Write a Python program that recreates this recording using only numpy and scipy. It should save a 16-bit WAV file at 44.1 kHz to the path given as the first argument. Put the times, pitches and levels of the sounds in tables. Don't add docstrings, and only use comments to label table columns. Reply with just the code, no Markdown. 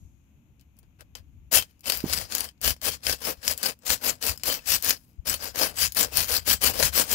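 import sys
import numpy as np
from scipy import signal
from scipy.fft import rfft, irfft
from scipy.io import wavfile
from scipy.ndimage import uniform_filter1d

SR = 44100
rng = np.random.default_rng(int(sys.argv[2]) if len(sys.argv) > 2 else 0)


def voltage_ratio(decibels):
    exponent = np.asarray(decibels, float) / 20
    return 10 ** exponent


def output_pcm(signal):
    pcm = np.clip(np.atleast_2d(signal).T, -1, 1) * 32767
    wavfile.write(sys.argv[1], SR, np.round(pcm).astype(np.int16))


N = 314874
HOP = 64

# start t/s, speeding up t/s, slowing down t/s, scrape level/dB, wood body level/dB
PULLS = [(1.508, 0.05, 0.077, -21, -15), (2.024, 0.15, 0.11, -32.5, -11), (2.604, 0.064, 0.086, -26.5, -14),
         (3.027, 0.065, 0.091, -29.5, -17.5), (3.41, 0.092, 0.064, -32, -14),
         (3.846, 0.046, 0.11, -29, -13), (4.204, 0.07, 0.087, -29.2, -14),
         (4.644, 0.085, 0.075, -26, -18.5), (5.246, 0.047, 0.11, -30.5, -11),
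         (5.377, 0.081, 0.078, -37.5, -11), (5.749, 0.083, 0.07, -26.5, -26.5),
         (6.106, 0.09, 0.092, -29, -13), (6.446, 0.062, 0.077, -24, -16), (6.726, 0.12, 0.071, -27, -13.5),
         (7.061, 0.09, 0.12, -29, -11)]
PUSHES = [(1.83, 0.052, .18, -34.5, -12), (2.274, .1, 0.14, -37, -9.5), (2.809, 0.059, 0.12, -29.5, -13),
          (3.193, .089, 0.074, -34, -10), (3.622, .03, 0.091, -30, -10), (3.999, 0.083, 0.086, -31.5, -9.5),
          (4.428, 0.055, 0.14, -29, -11), (4.816, 0.059, 0.11, -30, -12.5), (5.535, 0.08, 0.13, -31, -7.5),
          (5.945, 0.054, 0.093, -25, -9.5), (6.259, .09, 0.073, -27.5, -12),
          (6.602, 0.049, .11, -25.5, -10.5), (6.916, 0.074, 0.079, -25, -10)]
BRUSHES = [
    (.59, 0.012, 0.036, -74, -23),
    (.766, 0.013, .03, -74, -5),
    (.82, 0.015, 0.042, -79.5, -1),
    (0.983, 0.03, .03, -56.5, -7),
    (1.149, 0.017, 0.061, -53.5, -13),
    (3.565, 0.044, .06, -46.5, -12),
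]
# start t/s, length t/s, contact level/dB
LIFTS = [(1.634, .2, -19.5), (2.493, .11, -23), (2.748, 0.088, -19.5), (2.97, 0.05, -9.5),
         (3.352, 0.053, -4.5), (3.743, 0.074, -27), (4.163, .05, -8), (4.367, 0.037, -11),
         (4.98, .275, -14), (5.905, .045, -7.5), (6.431, 0.011, -4.5), (6.58, 0.032, -6.5)]
# t/s, level/dB, top minus middle level/dB
HARD_SNAGS = [(1.5288, -16.5, 15), (1.5444, -12, 12), (1.5586, -11, 18), (1.5725, -4.5, -1),
              (1.8992, -7.5, -6.5), (1.921, -8.5, 3.5), (1.973, -28, 8.5), (1.9892, -31, -5.5),
              (2.0042, -25.5, -7), (2.1274, -13.5, -9), (2.1335, -11.5, 1.5), (2.17, -22, -1),
              (2.322, -20.5, -8), (2.3506, -7, 4), (2.382, -15.5, 3.5), (2.4064, -15.5, 0),
              (2.4424, -22.5, 0.5), (2.6583, -11.5, -6.5), (2.6773, -9, -2), (2.7056, -11, -8.5),
              (2.856, -17.5, -4.5), (2.889, -19.5, 7.5), (3.0676, -11, -12), (3.0959, -8.5, -3),
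              (3.112, -18, -2), (3.1252, -27.5, 0), (3.2558, -21.5, -5.5), (3.479, -5.5, 6.5),
              (3.659, -12.5, 6), (3.9035, -5, -4.5),
              (4.0461, -21, -7.5), (4.0547, -24, -2), (4.2658, -13.5, 9.5), (4.541, -17, -4.5),
              (4.704, -10, 1.5), (4.7194, -5.5, -2.5), (4.7369, -18.5, 17), (4.846, -17.5, 19.5),
              (4.894, -11.5, 9), (4.907, -5.5, -5), (5.297, -13.5, 8), (5.3408, -14.5, 0),
              (5.5584, -18, -1.5), (5.5815, -18.5, -3.5), (5.6161, -17.5, -9.5), (5.79, -21, 5),
              (6.0295, -17.5, 16.5), (6.1711, -6.5, 11.5), (6.2049, -7.5, -1), (6.315, -19, 8),
              (6.3665, -13, 3), (6.4776, -10.5, -5), (6.499, -10.5, -9.5), (6.5296, -6.5, 0.5),
              (6.6383, -11.5, 16), (6.7994, -11, 0), (6.827, -5.5, -10), (6.8398, -19, 0.5),
              (6.948, -24.5, -5.5), (7.128, -11, 7)]
# t/s, level/dB, top minus middle level/dB
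TOUCHES = [(.596, -52, -2), (0.6112, -47, -2), (.768, -53, 10), (0.7885, -46, 20), (0.83, -51.5, -11),
           (1.0079, -30.5, -1.5), (1.1523, -28, -13.5), (1.1546, -34, -15.5), (1.624, -18, -11),
           (1.7939, -53, 16), (1.8076, -46, 21.5), (1.8581, -24.5, -4), (2.4889, -30.5, -8.5),
           (2.5111, -52, -10), (2.5778, -62, -17), (2.6147, -23, 11.5), (2.7644, -39, -3.5),
           (2.8158, -24.5, 3), (3.2043, -39.5, 6.5), (3.577, -30, 25.5), (3.6302, -12.5, 15),
           (3.79, -53.5, 13), (4.226, -15.5, -0.5), (4.3755, -27.5, 9.5), (4.397, -37, -10.5),
           (4.435, -10, 1), (4.8245, -23.5, 18.5), (5.9217, -27, 17.5), (5.948, -26, 9),
           (5.9693, -16.5, 11)]
# f/Hz, level/dB, t60/s
MODES = [(254, -8, 0.011), (506, 4, 0.0098), (870, -20, 0.0057), (1602, -2.5, 0.015), (2612, -4, 0.019),
         (3106, -0.5, 0.028), (4532, -5, 0.011), (5143, -5, .011), (5870, -11, 0.0037), (7070, 1, 0.0037),
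         (7970, 6.5, 0.0093), (9500, -5.5, 0.0018), (10860, -2.5, 0.0014), (13340, 2.5, 0.0021),
         (14840, -5.5, 0.0056)]
# t/s, centre f/Hz
BITE_REGION = [
    (1.2, 2300),
    (1.5, 2800),
    (1.7, 2800),
               (1.85, 4030),
    (2.4, 5080),
    (7.14, 4960),
]
# f/Hz, level/dB per Hz
CUT_SPECTRUM = [(88, -44), (150, -11.5), (259, -7), (382, -14.5), (474, -8), (1140, -7), (3070, -5.5),
                (3460, -6), (5000, -2.5), (8640, -10.5), (9340, -6), (13500, -7.5), (15800, -7.5)]
# f/Hz, left minus right level/dB
SHADOW = [(60, 11.5), (110, 10), (200, 17), (380, 13), (700, 13.5), (1290, 10), (2380, 13), (4400, 14.5),
          (8120, 19), (15000, 19.5)]
# f/Hz, level/dB per Hz
SHAKE_SPECTRUM = [(12, -34.5), (20, -20.5), (65, 4), (82, 2), (119, -8.5), (200, -15), (260, -49.5),
                  (440, -120)]
# t/s, level/dB
WIND = [(0.0, -44.5), (0.24, -60), (1.431, -50.5), (1.749, -64.5), (2.1, -48.5), (2.54, -60.5), (3.5, -60),
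        (4.6, -57.5), (5.1, -57.5), (5.7, -52), (6.8, -47), (7.14, -50)]
# t/s, level/dB
GRIP = [(1.5, -3), (2.1, 1), (2.9, 4), (3.45, -2.5), (3.65, -8), (4.2, 0.5), (4.9, 1.5), (5.3, -2.5),
        (5.7, -2.5), (6.6, -1), (6.85, 4), (7.14, 0)]
# t/s, peak level/dB, f/Hz, left minus right level/dB
KNOCKS = [(1.191, -41, 68, 26), (2.038, -11, 250, -8), (2.055, -27, 146, -1), (2.169, -41, 71, 14),
          (4.58, -42, 60.5, 12.0), (3.37, -41, 61, 12), (0.02, -42, 40, 12), (5.178, -24.5, 56.5, 31),
          (5.297, -29.5, 72.7, 13), (6.17, -27, 66.6, 20), (6.84, -40, 67.3, 10)]
# f/Hz, level/dB per Hz
WOOD_SPECTRUM = [(71, -45.5), (120, -10), (138, -12), (208, -13.5), (240, -13.5), (307, -19), (417, -30.5),
                 (870, -32), (1850, -40.5), (2510, -32), (5040, -52), (6700, -37), (8390, -55),
                 (13700, -39.5), (15800, -57)]

RISE_POWER, FALL_POWER = 1.705, 2.98
DUST_DB, DUST_S = -17, 0.11
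LIFT_SLEW_S = 0.012
SLOW_WOOD_DB_PER_DB, SLOW_SIZZLE_DB_PER_DB = 0.1, 0.21
LESSER_PER_S, LESSER_DB, LESSER_SPREAD_DB = 70, 5.5, 3
TRICKLE_S, TRICKLE_DB, TRICKLE_FADE_S = 4.96, -61.5, 0.12
PORT_LAG_S = 3.4e-4
PULL_JOLT_DB, PUSH_JOLT_DB, JOLT_POWER, JOLT_S = -12, -18.5, 0.84, 0.013
WOOD_DB = -64.5
TOP_HZ = 15700


def saw():
    moving = strokes(PULLS + PUSHES + BRUSHES)
    effort, woody = moving + contact() * linger(moving, DUST_DB, DUST_S)
    slack = np.clip(effort / effort.max(), 0.003, 1)
    fine, coarse, tear = rng.standard_normal((3, 2, N))
    tear = tear / np.sqrt(uniform_filter1d(tear ** 2, size=16, axis=1))
    scrape = fine * grains(5000, 1.8, 0.0004) * voltage_ratio(1.5 * walk(40))
    bites = coarse * grains(200, 2.0, 0.0045)
    force = (1.028 * scrape + 0.69 * bites) * voltage_ratio(5.5)
    snap, bright = snags(moving[0])

    low = force * woody * slack ** -SLOW_WOOD_DB_PER_DB * voltage_ratio(11)
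    low = low + voltage_ratio(-7.5) * tear * fade(snap, 0.0031)
    middle = force * effort + tear * (fade(snap, 0.0008) + 0.35 * fade(snap, 0.009))
    top = force * effort * slack ** SLOW_SIZZLE_DB_PER_DB * voltage_ratio(5)
    top = top + force * trickle()
    top = top + tear * (fade(bright, 0.0007) + 0.35 * fade(bright, 0.007))

    bass = soft(soft(low, 2700), 2700)
    rest = soft(soft(middle, 2700), 2700)
    push = bass + soft(middle, 6920) - rest + top - soft(top, 11540)
    faces = colour(push + body(push), CUT_SPECTRUM)
    gain = np.std(band(middle[0], 1400, 11540)) / np.std(band(faces[0], 1500, 6370))
    ports = at_ports(faces * gain)
    return ports + ground_wash(ports[:1])


def strokes(rows):
    out = np.full((2, N), 1e-9)
    for start_s, rise_s, fall_s, scrape_db, wood_db in rows:
        i = int(start_s * SR)
        t = np.arange(min(int((rise_s + fall_s) * SR), N - i)) / SR
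        up = np.clip(t / rise_s, 0, 1) * np.pi / 2
        down = np.clip((t - rise_s) / fall_s, 0, 1) * np.pi / 2
        speed = np.sin(up) ** RISE_POWER * np.abs(np.cos(down)) ** FALL_POWER
        out[:, i:i + len(t)] += voltage_ratio(np.array([[scrape_db], [scrape_db + wood_db]])) * speed
    return out


def contact():
    db = np.zeros(N)
    for start_s, length_s, lift_db in LIFTS:
        db[int(start_s * SR):int((start_s + length_s) * SR)] = lift_db
    return voltage_ratio(uniform_filter1d(db, int(LIFT_SLEW_S * SR)))


def grains(per_s, spread_db, tau_s):
    when = rng.random(N) < per_s / SR
    size = rng.exponential(1, N)
    return level(fade(when * voltage_ratio(np.minimum(spread_db * size, 14)), tau_s))


def snags(stroke):
    when = rng.random(N) < LESSER_PER_S / SR
    size, tilt = rng.exponential(1, N), rng.standard_normal(N)
    lesser = when * stroke * voltage_ratio(LESSER_DB + np.minimum(LESSER_SPREAD_DB * size, 4))
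    snap = lesser * voltage_ratio(-3.0 * tilt - 4)
    bright = lesser * voltage_ratio(3.0 * tilt - 2)
    for s, db, tilt_db in HARD_SNAGS + TOUCHES:
        snap[int(s * SR)] = voltage_ratio(db - tilt_db / 2 - 4.5)
        bright[int(s * SR)] = voltage_ratio(db + tilt_db / 2)
    return snap, bright


def trickle():
    after_s = np.arange(N) / SR - TRICKLE_S
    running = (after_s > 0) * (after_s < 0.2)
    return voltage_ratio(TRICKLE_DB) * running * np.exp(-np.abs(after_s) / TRICKLE_FADE_S)


def body(push):
    t = np.arange(N // HOP + 1) * HOP / SR
    bite_hz = np.interp(t, *np.transpose(BITE_REGION))
    out = 0
    for hz, db, t60_s in MODES:
        shift, swell, flicker = (walk(rate_hz, size=HOP) for rate_hz in (14, 10, 50))
        favour_db = 7.5 * np.exp(-(np.log2(hz / bite_hz) / 0.51) ** 2)
        drive = voltage_ratio(db + 2.0 + favour_db + 2.5 * swell + 5.7 * flicker)
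        mode_hz = hz * (1 + 0.028 * shift)
        out = out + ring(push * drive.repeat(HOP)[:N], mode_hz.repeat(HOP)[:N], t60_s)
    return out


def ring(x, hz, t60_s):
    turn = np.exp(2j * np.pi * np.cumsum(hz) / SR)
    keep = np.exp(-np.log(1000) / (t60_s * SR))
    return (signal.lfilter([2 - 2 * keep], [1, -keep], x * turn.conj()) * turn).real


def at_ports(faces):
    near, other = faces
    far = 0.5 * near + 0.5 * soft(near, 540) + 1.5 * (other - 0.11 * soft(other, 700))
    late = np.concatenate([np.zeros(int(PORT_LAG_S * SR)), far])[:N]
    return np.array([near, colour(late, [(hz, -db) for hz, db in SHADOW])[0]])


def ground_wash(near):
    t = np.arange(int(0.2 * SR)) / SR
    wash = rng.standard_normal((2, len(t))) * np.exp(-np.log(1000) * t / 0.15) * voltage_ratio(-51.5)
    return signal.oaconvolve(near, wash, axes=1)[:, :N]


def thuds():
    t = np.arange(N) / SR
    wind_db = np.interp(t, *np.transpose(WIND))
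    grip_db = np.interp(t, *np.transpose(GRIP))
    jolt = voltage_ratio(PULL_JOLT_DB) * strokes(PULLS)[0] ** JOLT_POWER
    jolt = jolt + voltage_ratio(PUSH_JOLT_DB) * strokes(PUSHES)[0] ** JOLT_POWER
    both, left, right = rng.standard_normal((3, N))
    shake = level(colour([both + 0.84 * left, both + 0.52 * right], SHAKE_SPECTRUM))
    shake = shake * voltage_ratio(1.4 * walk(14, size=HOP)).repeat(HOP)[:N]
    strength = 0.69 * voltage_ratio(wind_db) + linger(jolt, -6.5, JOLT_S) * voltage_ratio(grip_db)
    share = 1 + strength / (strength + voltage_ratio(-47.5))
    out = shake * strength * np.array([share, 2 - share])
    for s, db, hz, side_db in KNOCKS:
        hit = knock(hz)
        i = int(s * SR)
        sides_db = np.array([[side_db], [-side_db]]) / 2 - abs(side_db) / 2
        out[:, i:i + len(hit)] += voltage_ratio(db + sides_db) * hit
    return out


def knock(hz):
    t = np.arange(int(0.12 * SR)) / SR
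    blow = np.sin(2 * np.pi * hz * t) * np.exp(-((t * hz - 1.05) / 0.5) ** 2)
    rattle = band(rng.standard_normal(len(t)), 0.5 * hz, 2.16 * hz)
    rattle = rattle * t * hz * np.exp(-t / 0.01) * np.sqrt(280 / hz)
    return blow + 0.5 * rattle


def wood():
    both, left, right = rng.standard_normal((3, N))
    breeze = band(both, 60, 450) * voltage_ratio(2.0 * walk(9.7))
    fine = band(np.array([left, voltage_ratio(-9) * right * voltage_ratio(3.1 * walk(8.5))]), 450, 18000, order=1)
    fine = fine + voltage_ratio(7) * band(fine, 3960, 13000) * np.exp(-np.arange(N) / (0.12 * SR))
    return level(colour(breeze + voltage_ratio(2.5) * fine, WOOD_SPECTRUM), WOOD_DB)


def linger(x, db, tau_s):
    return voltage_ratio(db) * fade(x, tau_s) / (tau_s * SR)


def fade(x, tau_s):
    return signal.lfilter([1], [1, -np.exp(-1 / (tau_s * SR))], x + 1e-12)


def walk(rate_hz, size=1):
    k = int(SR / rate_hz / size)
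    steps = np.repeat(rng.standard_normal(N // (k * size) + 2), k)
    slewed = uniform_filter1d(uniform_filter1d(steps, k), k)
    return 1.26 * slewed[:N // size + (size > 1)]


def level(x, db=0):
    return x * voltage_ratio(db) / np.sqrt(np.mean(np.mean(np.atleast_2d(x), axis=0) ** 2))


def soft(x, hz):
    return signal.lfilter(*signal.butter(1, hz, fs=SR), x)


def band(x, lo_hz, hi_hz, order=2):
    return signal.sosfilt(signal.butter(order, [lo_hz, hi_hz], "band", fs=SR, output="sos"), x)


def shape(table, hz):
    at_hz, db = np.transpose(table)
    return np.interp(np.log(hz + 1), np.log(at_hz), db)


def colour(x, table, size=4096):
    cep = irfft(shape(table, np.fft.rfftfreq(size, 1 / SR)) * np.log(10) / 20)
    cep[1:size // 2] *= 2
    cep[size // 2 + 1:] = 0
    impulse = irfft(np.exp(rfft(cep)))
    return signal.oaconvolve(np.atleast_2d(x), impulse[None], axes=1)[:, :N]


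def scene():
    return saw() + thuds() + wood()


def band_limit(x):
    return signal.sosfilt(signal.butter(12, 16660, fs=SR, output="sos"), x)


def record(dry):
    cut = signal.sosfilt(signal.ellip(10, 0.2, 60, TOP_HZ, fs=SR, output="sos"), dry)
    mix = np.clip(cut, -1, 1)
    return band_limit(mix)


dry = scene()
out = record(dry)
output_pcm(out)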